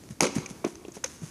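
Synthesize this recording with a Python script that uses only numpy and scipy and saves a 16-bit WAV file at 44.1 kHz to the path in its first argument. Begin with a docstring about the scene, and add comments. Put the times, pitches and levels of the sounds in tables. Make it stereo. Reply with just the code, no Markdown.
"""Soft hoofbeats, then one sharp crack: a cantering horse clips a wooden jump rail.
The pole rings in its modes and rattles in its cups. Dull thuds and two hard hoof clacks
follow as the horse moves off over the sand, kicking up grit.
Trees around the arena return an echo and a long thin tail, over a quiet outdoor hush."""
import sys
import numpy as np
from scipy import signal
from scipy.fft import rfft, irfft, next_fast_len
from scipy.io import wavfile
from scipy.ndimage import map_coordinates

SR = 44100
rng = np.random.default_rng(int(sys.argv[2]) if len(sys.argv) > 2 else 0)


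def dump(signal):
    """Clip the signal to [-1, 1] and save it as 16-bit WAV at the path in sys.argv[1]."""
    limited = np.clip(np.atleast_2d(signal).T, -1, 1)
    pcm = np.round(limited * 32767).astype(np.int16)
    wavfile.write(sys.argv[1], SR, pcm)


N = 57330

# diffuse sound: f/Hz, left-right coherence
COHERENCE = [(350, .98), (800, .65), (5000, .3), (12000, .1)]
# outdoor air: f/Hz, level/dB
AIR_SPECTRUM = [(20, -1), (60, 6.5), (330, 2.5), (550, -8.5), (3200, -19), (6300, -14.5), (12000, -23),
                (16000, -31)]
# tail from the trees: f/Hz, t60/s
TREE_DECAY = [(100, 0.17), (700, 1.23), (6000, 0.78), (12000, 1.08)]
# colour of that tail: f/Hz, level/dB
TREE_SPECTRUM = [(180, 4), (290, 6.5), (600, -4), (1100, 2), (2300, 0), (3300, 6), (6300, 2), (12000, -7)]
# kicked-up sand: t/s, level/dB, t60/s
SAND_SPRAYS = [(.10, -43.5, 0.12), (0.346, -31.5, 0.14), (0.494, -39, 0.099), (0.658, -42, 0.31),
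               (0.937, -40.5, 0.19), (1.069, -44, 0.56), (1.211, -46.5, 0.71)]
# falling grit: f/Hz, level/dB
SAND_SPECTRUM = [(300, -10), (1200, 4.5), (2300, 2.5), (4400, -0.5), (6300, 9.5), (8000, 2.5),
                 (10500, -0.5), (15000, -24)]
# dull blows of hoof and pole: t/s, level/dB, f/Hz, rise/s
DULL_BLOWS = [(.104, -28.5, 180, 0.0037), (0.117, -32, 127, 0.0059), (0.2049, -18.5, 1010, 0.0018),
              (.207, -17, 338, 0.0021), (0.2237, -18, 318, 0.0011), (.362, -17.5, 235, .0036),
              (.378, -23.5, 150, .006), (.507, -32, 198, .004), (.6422, -25.5, 1040, .0018),
              (.6425, -26, 610, .0038), (.647, -14.5, 320, .0028), (.661, -29, 610, .0026),
              (.6645, -24, 320, .0028), (.849, -34, 400, .0028), (.881, -31.5, 340, .004),
              (0.968, -29, 348, 0.0009), (1.0395, -23, 1430, 0.0005), (1.041, -32, 522, 0.0067),
              (1.219, -30.5, 163, 0.0023), (1.23, -27.5, 148, 0.0061)]
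# sand crushed under a blow: multiple of the blow's pitch, level/dB
CRUSH_SPECTRUM = [(.2, -22), (.6, -1), (1.1, -5), (2, -6.5), (4, -20), (12, -28), (45, -58)]
# clicks of wood, stones and metal fittings: t/s, level/dB, f/Hz
CLINK_HITS = [(.2425, -25, 2300), (.2675, -29, 2300), (.4595, -36, 2350), (.460, -34, 6200),
              (.645, -34, 2300), (.849, -46.5, 2750), (.9185, -43, 6500), (.963, -46, 5900),
              (1.042, -26, 6100), (1.0765, -40, 6200)]
# hooves and stones: t/s, level/dB, length/s, tilt/(dB/octave)
HOOF_CONTACTS = [(.037, -36, .003, -2), (.090, -38, .0015, -2), (.755, -30, .003, .5),
                 (.6485, -21, .008, .7), (.882, -33, .008, -2), (.968, -34, .012, -4),
                 (1.0418, -10, .011, 0), (1.059, -22, .03, 1)]
# hoof clack: f/Hz, level/dB
HOOF_SPECTRUM = [(150, -20), (550, -2), (1500, -7), (2300, -4), (3300, -12), (4000, -5), (4700, -8),
                 (6200, 4), (8000, -14), (10500, -13), (14500, -46)]
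# blows that ring the pole: t/s, level/dB
POLE_STRIKES = [(0.211, -30), (.226, -21.5)]
# pole modes: f/Hz, level/dB, t60/s
POLE_MODES = [(195, -9, .4), (229, -2, .22), (277, -5, .5), (370, 1, .14), (404, -3, .2), (440, -3, .18),
              (483, -2, .18), (545, 1, .2), (644, -4, .15), (785, -5, .17), (1155, -6, .13), (1298, -7, .2)]
# pole in its cups: f/Hz, level/dB
RATTLE_SPECTRUM = [(80, -15), (250, -0.5), (520, 2.5), (700, -7.5), (1200, -6), (1800, -18.5),
                   (6400, -11.5), (10500, -25), (13000, -76)]
# rail against hoof and cups: t/s, level/dB, length/s, tilt/(dB/octave)
RAIL_CONTACTS = [(.2076, 1, .0015, 0), (.2166, -15, .002, 2), (.2248, -11, .003, 1.5), (.2325, -9, .007, 2),
                 (.2425, -15, .006, 0), (.2525, -16, .008, 1), (.2675, -13.5, .007, -2),
                 (.383, -21, .015, -2), (.490, -28, .012, 0)]
# rail crack: f/Hz, level/dB
RAIL_SPECTRUM = [(80, -24), (350, -1), (650, -7), (980, 4), (1220, -8), (1500, -2), (1850, -7), (2250, -2),
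                 (3350, -18), (4200, -10), (5300, -7), (6400, 0), (7900, -16), (10000, -11), (12000, -25),
                 (16000, -48)]
# microphone ports: f/Hz, left over right/dB
PORT_BALANCE = [(100, 1.6), (1000, 0.5), (2200, 5), (4500, 2), (6500, 6), (8000, -2.5), (9800, -14),
                (13000, -7)]


def amp(db):
    """Decibels to gain."""
    return 10 ** (np.asarray(db) / 20)


def along(points, hz):
    """(f/Hz, value) points read on a log axis."""
    f, values = np.transpose(points)
    return np.interp(np.log(hz + 1), np.log(f + 1), values)


def since(start_s):
    """Seconds since start_s, zero before."""
    return np.maximum(np.arange(N) / SR - start_s, 0)


def fade(t, t60_s):
    """Exponential decay, on for t > 0."""
    return (t > 0) * amp(-60 * t / t60_s)


def filtered(x, response):
    """Apply a frequency response by FFT."""
    size = 2 * next_fast_len(N)
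    return irfft(rfft(x, size) * response(np.fft.rfftfreq(size, 1 / SR)), size)[..., :N]


def coloured(x, spectrum, tilt_db_oct=0):
    """Minimum-phase filter of unit energy, tilted above 500 Hz."""
    size = 4096
    hz = np.fft.rfftfreq(size, 1 / SR)
    level_db = along(spectrum, hz) + tilt_db_oct * np.log2(1 + hz / 500)
    cepstrum = irfft(np.log(amp(level_db)))
    cepstrum[1:size // 2] *= 2
    cepstrum[size // 2 + 1:] = 0
    impulse = irfft(np.exp(rfft(cepstrum)))
    return signal.fftconvolve(x, impulse[None] / np.linalg.norm(impulse), axes=1)[:, :N]


def spread(pair):
    """Two unrelated signals to stereo at rms 1: joined in the bass, apart in the treble."""
    def mid_side_gains(hz):
        angle = np.arccos(along(COHERENCE, hz)) / 2
        return np.array([np.cos(angle), np.sin(angle)])
    mid, side = filtered(pair, mid_side_gains)
    stereo = np.array([mid + side, mid - side])
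    return stereo / np.sqrt(np.mean(stereo ** 2) + 1e-20)


def noise():
    """Diffuse white noise."""
    return spread(rng.standard_normal((2, N)))


def grains(rate_per_s, scatter_db):
    """Random tiny impacts of uneven size."""
    size = amp(scatter_db * np.clip(rng.standard_normal((2, N)), -2, 2))
    sign = rng.choice([-1, 1], (2, N))
    hits = rng.random((2, N)) < rate_per_s / SR
    return spread(size * sign * hits)


def hush(level_db=-50, waver_db=1, waver_per_s=14):
    """Quiet, slightly wavering outdoor air."""
    waver = map_coordinates(rng.standard_normal(64), [np.arange(N) * waver_per_s / SR], mode="mirror")
    return amp(level_db + waver_db * waver) * coloured(noise(), AIR_SPECTRUM)


def trees(x, send_db=-11.5, echo_s=0.19, echo_width_s=0.042, echo_db=-3.5):
    """Trunks scatter sound into a long tail; the tree line adds a soft echo."""
    hz, t, bins = signal.stft(noise(), SR, nperseg=256)
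    echo = 1 + amp(echo_db) * np.exp(-((t - echo_s) / echo_width_s) ** 2)
    decay = amp(-60 * t / along(TREE_DECAY, hz)[:, None])
    tail = signal.istft(bins * echo * decay, SR, nperseg=256)[1][:, :N]
    tail = filtered(tail / np.linalg.norm(tail[0]), lambda f: amp(along(TREE_SPECTRUM, f)))
    return amp(send_db) * signal.fftconvolve(x.mean(0)[None], tail, axes=1)[:, :N]


def sand(rise_per_t60=0.073):
    """Grit thrown up by the hooves patters down."""
    envelope = np.zeros(N)
    for start_s, db, t60_s in SAND_SPRAYS:
        t = since(start_s)
        envelope += amp(db) * np.minimum(t / (rise_per_t60 * t60_s), 1) * fade(t, t60_s)
    return coloured(grains(rate_per_s=2600, scatter_db=5) * envelope, SAND_SPECTRUM)


def clinks(rise_s=0.0018, skirt_db=-42):
    """Small hard things ring for a few milliseconds, each in one broad resonance."""
    out = np.zeros((2, N))
    for start_s, db, hz in CLINK_HITS:
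        age = since(start_s) / rise_s
        resonance = [(hz / 2, skirt_db), (hz, 0), (2 * hz, skirt_db)]
        out += amp(db) * age * np.exp(1 - age) * coloured(noise(), resonance)
    return out


def thuds(crush_db=-9.5, crush_t60_s=0.075):
    """Heavy blows swell and die in a few cycles, crushing sand."""
    out = np.zeros((2, N))
    for start_s, db, hz, rise_s in DULL_BLOWS:
        t = since(start_s)
        age = t / rise_s
        push = age ** 2 * np.exp(2 * (1 - age)) * np.sin(2 * np.pi * hz * t)
        burst = noise() * np.minimum(age, 1) * fade(t, crush_t60_s)
        crush = coloured(burst, np.array(CRUSH_SPECTRUM) * [hz, 1])
        out += amp(db) * (push + amp(crush_db) * crush)
    return out


def pole_rattle(start_s=0.2152, rise_s=0.0098, hold_s=0.031, t60_s=0.17, level_db=-24):
    """The pole shakes in its cups: dense tiny impacts."""
    t = since(start_s)
    shake = np.minimum(t / rise_s, 1) * amp(-60 * np.maximum(t - hold_s, 0) / t60_s)
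    return amp(level_db) * coloured(grains(rate_per_s=1800, scatter_db=2) * shake, RATTLE_SPECTRUM)


def pole_ring(rise_s=0.0031):
    """The struck pole rings in decaying modes."""
    out = np.zeros(N)
    for start_s, strike_db in POLE_STRIKES:
        t = since(start_s)
        attack = 1 - np.exp(-t / rise_s)
        for hz, mode_db, t60_s in POLE_MODES:
            mode = np.sin(2 * np.pi * (hz * t + rng.random()))
            out += 0.5 * amp(strike_db + mode_db) * attack * fade(t, t60_s) * mode
    return out


def knocks(contacts, body_spectrum, splinter_db=2, chatter_db=-10, chatter_t60_s=0.05, push_s=0.0015):
    """Hard contacts: push, splintery burst and chatter, coloured by the struck body."""
    out = np.zeros((2, N))
    for start_s, db, length_s, tilt_db_oct in contacts:
        t = since(start_s)
        splinter = noise() * fade(t, 2 * length_s)
        chatter = noise() * fade(t, chatter_t60_s)
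        force = amp(splinter_db) * splinter / np.linalg.norm(splinter[0])
        force += amp(chatter_db) * chatter / np.linalg.norm(chatter[0])
        force[:, round(start_s * SR)] += min(1, push_s / length_s)  # longer contact, weaker push
        out += 2 * amp(db) * coloured(force, body_spectrum, tilt_db_oct)
    return out


def scene():
    """Rail and hooves in the open arena."""
    rail = knocks(RAIL_CONTACTS, RAIL_SPECTRUM) + pole_ring() + pole_rattle()
    hooves = knocks(HOOF_CONTACTS, HOOF_SPECTRUM) + thuds() + clinks()
    tail = trees(rail + amp(-4) * hooves)  # ground-level sound reaches the trees more weakly
    return rail + hooves + tail + sand() + hush()


def record(dry):
    """Microphone: unequal ports, thinned deep bass, clipping, band limit."""
    low_cut_hz, top_hz, full_scale = 48, 14800, 0.92

    def microphone(hz):
        ports = amp(along(PORT_BALANCE, hz) * np.array([[0.5], [-0.5]]))
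        return ports * (hz / (hz - 1j * low_cut_hz)) ** 2
    clipped = np.clip(filtered(dry, microphone), -full_scale, full_scale)
    return filtered(clipped, lambda hz: hz < top_hz)


dry = scene()
out = record(dry)
dump(out)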